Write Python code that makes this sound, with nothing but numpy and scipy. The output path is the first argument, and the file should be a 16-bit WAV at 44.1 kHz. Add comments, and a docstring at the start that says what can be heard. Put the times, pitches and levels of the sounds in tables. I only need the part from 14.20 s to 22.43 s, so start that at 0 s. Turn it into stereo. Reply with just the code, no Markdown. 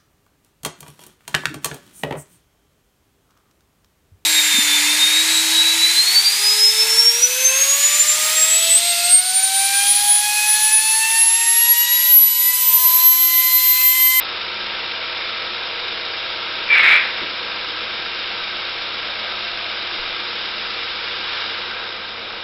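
"""A small room with a film projector running: its fan rushes, motor and gears whine, and teeth, claw
and film rattle in the case; the whine changes colour as the load shifts. Something in the film path
binds and gives a loud, rasping squeal that drives the recorder into its limiter. A few dull bumps
follow. Near the end the side door swings shut, first throwing the noise forward, then screening
its treble."""
import sys
import numpy as np
from scipy import signal
from scipy.fft import rfft, irfft, next_fast_len
from scipy.io import wavfile

SR = 44100
rng = np.random.default_rng(int(sys.argv[2]) if len(sys.argv) > 2 else 0)


def generate_wav(signal):
    """Clip the signal to [-1, 1] and save it as 16-bit WAV at the path in sys.argv[1]."""
    frames = np.transpose(np.atleast_2d(signal))
    scaled = np.clip(frames, -1, 1) * 32767
    pcm = np.round(scaled).astype(np.int16)
    wavfile.write(sys.argv[1], SR, pcm)


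N = 362943


def from_db(db):
    """Decibels to gain."""
    return np.exp(np.asarray(db) * (np.log(10) / 20))


def rms_one(x):
    """Scale to unit power."""
    return x / np.sqrt(np.mean(x ** 2) + 1e-20)


def near(value, centre, width):
    """Bell curve, 1 at the centre."""
    return np.exp(-((value - centre) / width) ** 2)


def past(angle, edge, softness):
    """0 to 1 as the angle closes past an edge."""
    return 1 / (1 + np.exp((angle - edge) / softness))


def drift(rate_hz):
    """Smooth random wander, rms about 1."""
    pole = np.exp(-40 * np.pi * rate_hz / SR)  # runs at SR / 20
    slow = signal.lfilter([1], [1, -2 * pole, pole * pole], rng.standard_normal(N // 20 + 4002))[4000:]
    return np.interp(np.arange(N) / 20, np.arange(len(slow)), rms_one(slow))


def resonance(x, hz, q):
    """Band picked out by one mode."""
    return signal.lfilter(*signal.iirpeak(hz, q, fs=SR), x)


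def treble(x, hz):
    """Zero-phase high-pass."""
    return signal.sosfiltfilt(signal.butter(3, hz, "high", fs=SR, output="sos"), x)


def coloured(x, spectrum, resonances=()):
    """Broad colour plus resonant peaks and dips; rms 1."""
    size = next_fast_len(N)
    hz = np.maximum(np.arange(size // 2 + 1) * SR / size, 1)
    points_hz, levels_db = np.transpose(spectrum)
    db = np.interp(np.log(hz), np.log(points_hz), levels_db)
    for centre_hz, width_hz, lift_db in resonances:
        db = db + lift_db / (1 + (2 * (hz - centre_hz) / width_hz) ** 2)
    return rms_one(irfft(rfft(x, size) * from_db(db), size)[:N])


def shaft(hz, wow):
    """Turns made by a shaft whose speed wanders."""
    return np.cumsum(hz * (1 + wow * drift(1.5))) / SR


def rattle(turns, spread_db, per_turn):
    """Teeth and claw touch at the same places every turn, with slightly varying force."""
    places, force = rng.random(per_turn), rng.standard_normal(per_turn)
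    contact_turns = np.arange(int(turns[-1]) + 1)[:, None] + places
    contact_samples = np.searchsorted(turns, contact_turns).ravel()
    sizes = force * from_db(spread_db * rng.standard_normal(contact_turns.shape))
    return rms_one(np.bincount(contact_samples, sizes.ravel(), N + 1)[:N])


def whine(turns, orders, waver_db, waver_hz):
    """Whole harmonics of a shaft; each wavers and changes level as the load shifts."""
    shift_mid_s, shift_length_s = 3.8, .4
    shifted = np.clip((np.arange(N) / SR - shift_mid_s) / shift_length_s + .5, 0, 1)
    out = np.zeros(N)
    for order, before_db, after_db in orders:
        db = before_db + (after_db - before_db) * shifted + waver_db * drift(waver_hz)
        out += np.sqrt(2) * from_db(db) * np.sin(2 * np.pi * (round(order) * turns + rng.random()))
    return out


def projector():
    """Fan air and rattle throb with the strokes and ring in the case; gears, rotor and mains add tones."""
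    # throbbing parts (3 per turn is the frame rate): strokes_per_turn, depth
    strokes = [(3, .02), (6, .02), (7, .035), (12, .018), (15, .018)]
    # colour of air and rattle: freq_hz, level_db
    rush_spectrum = [(25, -12.5), (65, -36), (100, -24), (130, -19.5), (260, -16.5), (330, -9.5),
                     (420, -11.5), (800, -7.5), (1100, -6.5), (1350, -4.5), (1850, -5.5), (2200, -1),
                     (3200, -1.5), (4500, -5.5), (5330, -8), (5550, -18), (5750, -22.5), (6200, -55.5)]
    # case and film path resonances: centre_hz, width_hz, lift_db
    case_modes = [(476.7, 60, 9.5), (943, 35, 3), (1310, 85, 3.5), (1586, 100, 5), (1920, 45, -1.5),
                  (2386, 23, 5.5), (2590, 63, -2), (3230, 55, -2), (3500, 70, 3), (3768, 250, 6.5),
                  (4545, 120, -4.5)]
    # thin rings of small metal parts: centre_hz, width_hz, lift_db
    metal_rings = [(2732, 20, 4.5), (2860, 10, 4), (4845, 50, 6.5), (5217, 18, 7)]
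    # gear train tones around the load shift: shaft_order, before_db, after_db
    gear_orders = [(9, -68, -70.5), (24, -65, -63), (26, -67.5, -62), (27, -55.5, -56.5), (33, -71, -68),
                   (38, -68, -69.5), (40, -58, -61), (45, -53.5, -52.5), (48, -59, -62.5), (59, -56.5, -58),
                   (72.44, -54.5, -59), (80.8, -49, -55), (117, -49, -59), (127.2, -52, -56),
                   (147.8, -60, -53), (153.1, -53, -49), (159.7, -52, -50), (163.6, -49, -58),
                   (171.1, -47, -48), (181, -54, -52), (190.7, -52.5, -48), (196.4, -55.5, -53),
                   (200.4, -50, -50), (204.6, -50, -55)]
    # motor and fan tones: rotor_order, before_db, after_db
    motor_orders = [(1, -56.5, -56), (6, -49.5, -53.5), (7, -58, -58), (8, -58.5, -55), (9, -52, -54.5),
                    (11, -53, -58), (13, -51.5, -54), (15, -57.5, -55)]
    gear_hz, rotor_hz, mains_hz = 7.944, 86.95, 60
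    gear, rotor = shaft(gear_hz, wow=.0013), shaft(rotor_hz, wow=.001104)
    throb = 1 + sum(depth * np.cos(2 * np.pi * (count * gear + rng.random())) for count, depth in strokes)
    air = rng.standard_normal(N)
    fine_rattle = from_db(-7.5) * rattle(gear, spread_db=1, per_turn=700)
    clatter = from_db(-12.5) * rattle(gear, spread_db=.7, per_turn=24)
    excitation = (air + fine_rattle + clatter) * throb * from_db(.083 * drift(1.2))
    rush = from_db(-26) * coloured(excitation, rush_spectrum, case_modes + metal_rings)
    gear_tones = whine(gear, gear_orders, waver_db=2.5, waver_hz=2)
    rotor_tones = whine(rotor, motor_orders[1:], waver_db=1.5, waver_hz=.94)
    imbalance = whine(rotor, motor_orders[:1], waver_db=.5, waver_hz=2)
    hum = from_db(-60) * np.sin(2 * np.pi * 2 * mains_hz * np.arange(N) / SR)
    return rush + gear_tones + rotor_tones + imbalance + hum


def friction():
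    """Each rub bites, holds and lets go; the strongest sets roughness and pitch."""
    # film path rubs: start_s, length_s, attack_s, level_db, rough_start, rough_end, pitch_hz
    rubs = [(0.898, 0.16, .06, -35, 0.93, 0.92, 2300), (2.488, .014, .002, -25.5, .45, .45, 2330),
            (2.502, .012, .0015, -13, .36, .6, 2330), (2.521, .014, .005, -11, .4, .58, 2325),
            (2.539, .012, .002, -14, .55, .7, 2240), (2.555, .009, .002, -15.2, .7, .7, 2230),
            (2.57, .006, .003, -13.3, .6, .7, 2310), (2.581, .005, .002, -13.6, .65, .7, 2300),
            (2.591, .016, .002, -13, .72, .7, 2250), (2.622, .05, .014, -13.4, .86, .86, 2260),
            (2.673, .024, .003, -10.4, .66, .86, 2340), (2.708, .022, .004, -10.6, .66, .76, 2300),
            (2.735, .02, .002, -12.4, .62, .55, 2330), (2.777, .1, .02, -29.5, .75, .75, 2480),
            (2.955, 0.087, 0.028, -31.5, 0.8, .85, 2330)]
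    bite_db, bite_s, break_up_s, release_db_per_s = 3.5, .014, .049, 385
    strength, rough, pitch_hz = np.zeros((3, N))
    for start_s, length_s, attack_s, level_db, rough_start, rough_end, hz in rubs:
        age_s = np.clip(np.arange(N) / SR - start_s, 0, 1)
        held_db = level_db + bite_db * np.exp(-age_s / bite_s)
        fall_db = release_db_per_s * np.maximum(age_s - length_s, 0)
        grip = np.minimum(age_s / attack_s, 1) * from_db(held_db - fall_db)
        leads = grip > strength
        rough = np.where(leads, np.interp(age_s, [0, break_up_s], [rough_start, rough_end]), rough)
        pitch_hz = np.where(leads, hz, pitch_hz)
        strength = np.maximum(strength, grip)
    return strength, np.clip(rough, 0, 1), pitch_hz


def squeal():
    """Stick-slip: roughness trades a clean tone for a rasp; narrow pitches ring on in the room."""
    # colour of the rasp: freq_hz, level_db
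    rasp_spectrum = [(60, -50), (150, -36), (500, -23.5), (1000, -16.5), (1350, -9.5), (1750, -5),
                     (2000, -3.5), (2200, -5.5), (2480, -4), (2700, -8.5), (3100, -12.5), (3850, -10.5),
                     (4400, -23), (5400, -41.5)]
    # narrow pitches that ring on briefly in the room after the rasp: pitch_hz, gain_db
    room_rings = [(1728, 7), (2105, 8), (2223, 9), (2321, 6), (2486, 11.5)]
    strength, rough, held_hz = friction()
    pitch_hz = held_hz * (1 - .012 * rough + .04 * rough * drift(137))
    tone = np.sqrt(2) * np.sin(2 * np.pi * np.cumsum(pitch_hz) / SR)
    tone *= from_db(1.4 * rough * drift(120)) * strength * np.sqrt(1 - rough ** 2)
    scrape = rng.standard_normal(N) * from_db(drift(120))
    rasp = strength * rough * from_db(-1.44) * coloured(scrape, rasp_spectrum)
    ringing = sum(from_db(db) * resonance(rasp, hz, q=480) for hz, db in room_rings)
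    reverb = room(from_db(-11) * tone + from_db(-.2) * rasp, t60_s=.63)
    return tone + rasp + ringing + reverb


def room(x, t60_s):
    """Dense decaying reflections after the nearest wall's delay; unit power gain."""
    t = np.arange(int(.8 * SR)) / SR
    tail = rng.standard_normal(len(t)) * from_db(-60 * t / t60_s) * (t > .006)
    return signal.fftconvolve(x, tail / np.linalg.norm(tail))[:N]


def bumps():
    """Each row rings one damped mode; the first three rows together are a single knock that rings three modes."""
    # bumps on case and microphone: start_s, peak_db, pitch_hz, t60_s
    hits = [(3.018, -29.5, 359, 0.13), (3.025, -36.5, 287, 0.24), (3.031, -37.5, 170, 0.12),
            (3.79, -47, 150, .15), (5.79, -36, 24.2, 0.5), (7.976, -33, 460, 0.12), (8.155, -27, 1560, .08)]
    out = np.zeros(N)
    for start_s, peak_db, pitch_hz, t60_s in hits:
        age_s = np.clip(np.arange(N) / SR - start_s, 0, 2)
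        out += from_db(peak_db - 60 * age_s / t60_s) * np.sin(2 * np.pi * pitch_hz * age_s)
    return out


def swells(x):
    """Narrow bands of the running noise rise or recede for a while."""
    # slow colour shifts: peak_s, spread_s, centre_hz, q, lift_db
    bands = [(4.95, .3, 590, 14, 5), (5.4, 0.44, 680, 14, 5.5), (5.3, 0.41, 455, 8, -6),
             (5.85, .3, 330, 8, 4.5), (6.9, 1, 660, 11, -3), (6.55, .7, 4870, 45, 3)]
    t = np.arange(N) / SR
    for peak_s, spread_s, centre_hz, q, lift_db in bands:
        x = x + (from_db(lift_db * near(t, peak_s, spread_s)) - 1) * resonance(x, centre_hz, q)
    return x


def door(x):
    """The closing door passes its resonances, mirrors the noise, shades the treble and nearly seals."""
    # side door opening: time_s, angle_deg
    swing = [(6.1, 170), (6.4, 170), (6.75, 147), (7.0, 140), (7.25, 105.6), (7.5, 94), (7.75, 49),
             (8.0, 18), (8.23, 12)]
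    # panel and gap resonances: freq_hz, q, centre_deg, spread_deg, lift_db
    modes = [(87, 7.6, 120, 56, 2), (1000, 9, 122, 20, 4), (1430, 3.5, 136, 30, 1.8),
             (1570, 7, 82, 12, 4.5), (1760, 20, 114, 14, 4.5), (2380, 18, 130, 10, 0.5),
             (2600, 3, 90, 9, -1), (4100, 14, 117, 8, 1.5), (4500, 30, 130, 15, 3.5)]
    angle_deg = np.interp(np.arange(N) / SR, *np.transpose(swing))
    for hz, q, centre_deg, spread_deg, lift_db in modes:
        x = x + (from_db(lift_db * near(angle_deg, centre_deg, spread_deg)) - 1) * resonance(x, hz, q)
    mirror_db = 1.7 * near(angle_deg, centre=116, width=12)  # inner face reflects at the microphone
    shade_db = -2.9 * past(angle_deg, edge=98, softness=2.5)  # panel hides the mechanism
    seal_db = -2 * past(angle_deg, edge=48, softness=8.3)  # narrow gap holds in the mids too
    x = x + (from_db(mirror_db + seal_db) - 1) * treble(x, hz=760)
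    return x + (from_db(shade_db) - 1) * treble(x, hz=1700)


def scene():
    """One microphone in front of the case, the same in both channels."""
    return np.tile(door(swells(projector())) + squeal() + bumps(), (2, 1))


def limiter(x, ceiling, recover_db_per_s):
    """Gain ducks instantly under peaks above the ceiling, then recovers."""
    over_db = 20 * np.log10(np.maximum(np.abs(x) / ceiling, 1))
    recovered_db = recover_db_per_s * np.arange(N) / SR
    return x * from_db(recovered_db - np.maximum.accumulate(over_db + recovered_db, axis=-1))


def record(dry):
    """Narrow-band recorder whose abrupt limiter crackles on the loudest peaks."""
    recorder_stop_hz, output_stop_hz = 6000, 16600
    narrow = signal.sosfilt(signal.cheby2(26, 70, recorder_stop_hz, fs=SR, output="sos"), dry)
    limited = limiter(narrow, ceiling=.71, recover_db_per_s=420)
    return signal.sosfilt(signal.cheby2(12, 70, output_stop_hz, fs=SR, output="sos"), limited)


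dry = scene()
out = record(dry)
generate_wav(out)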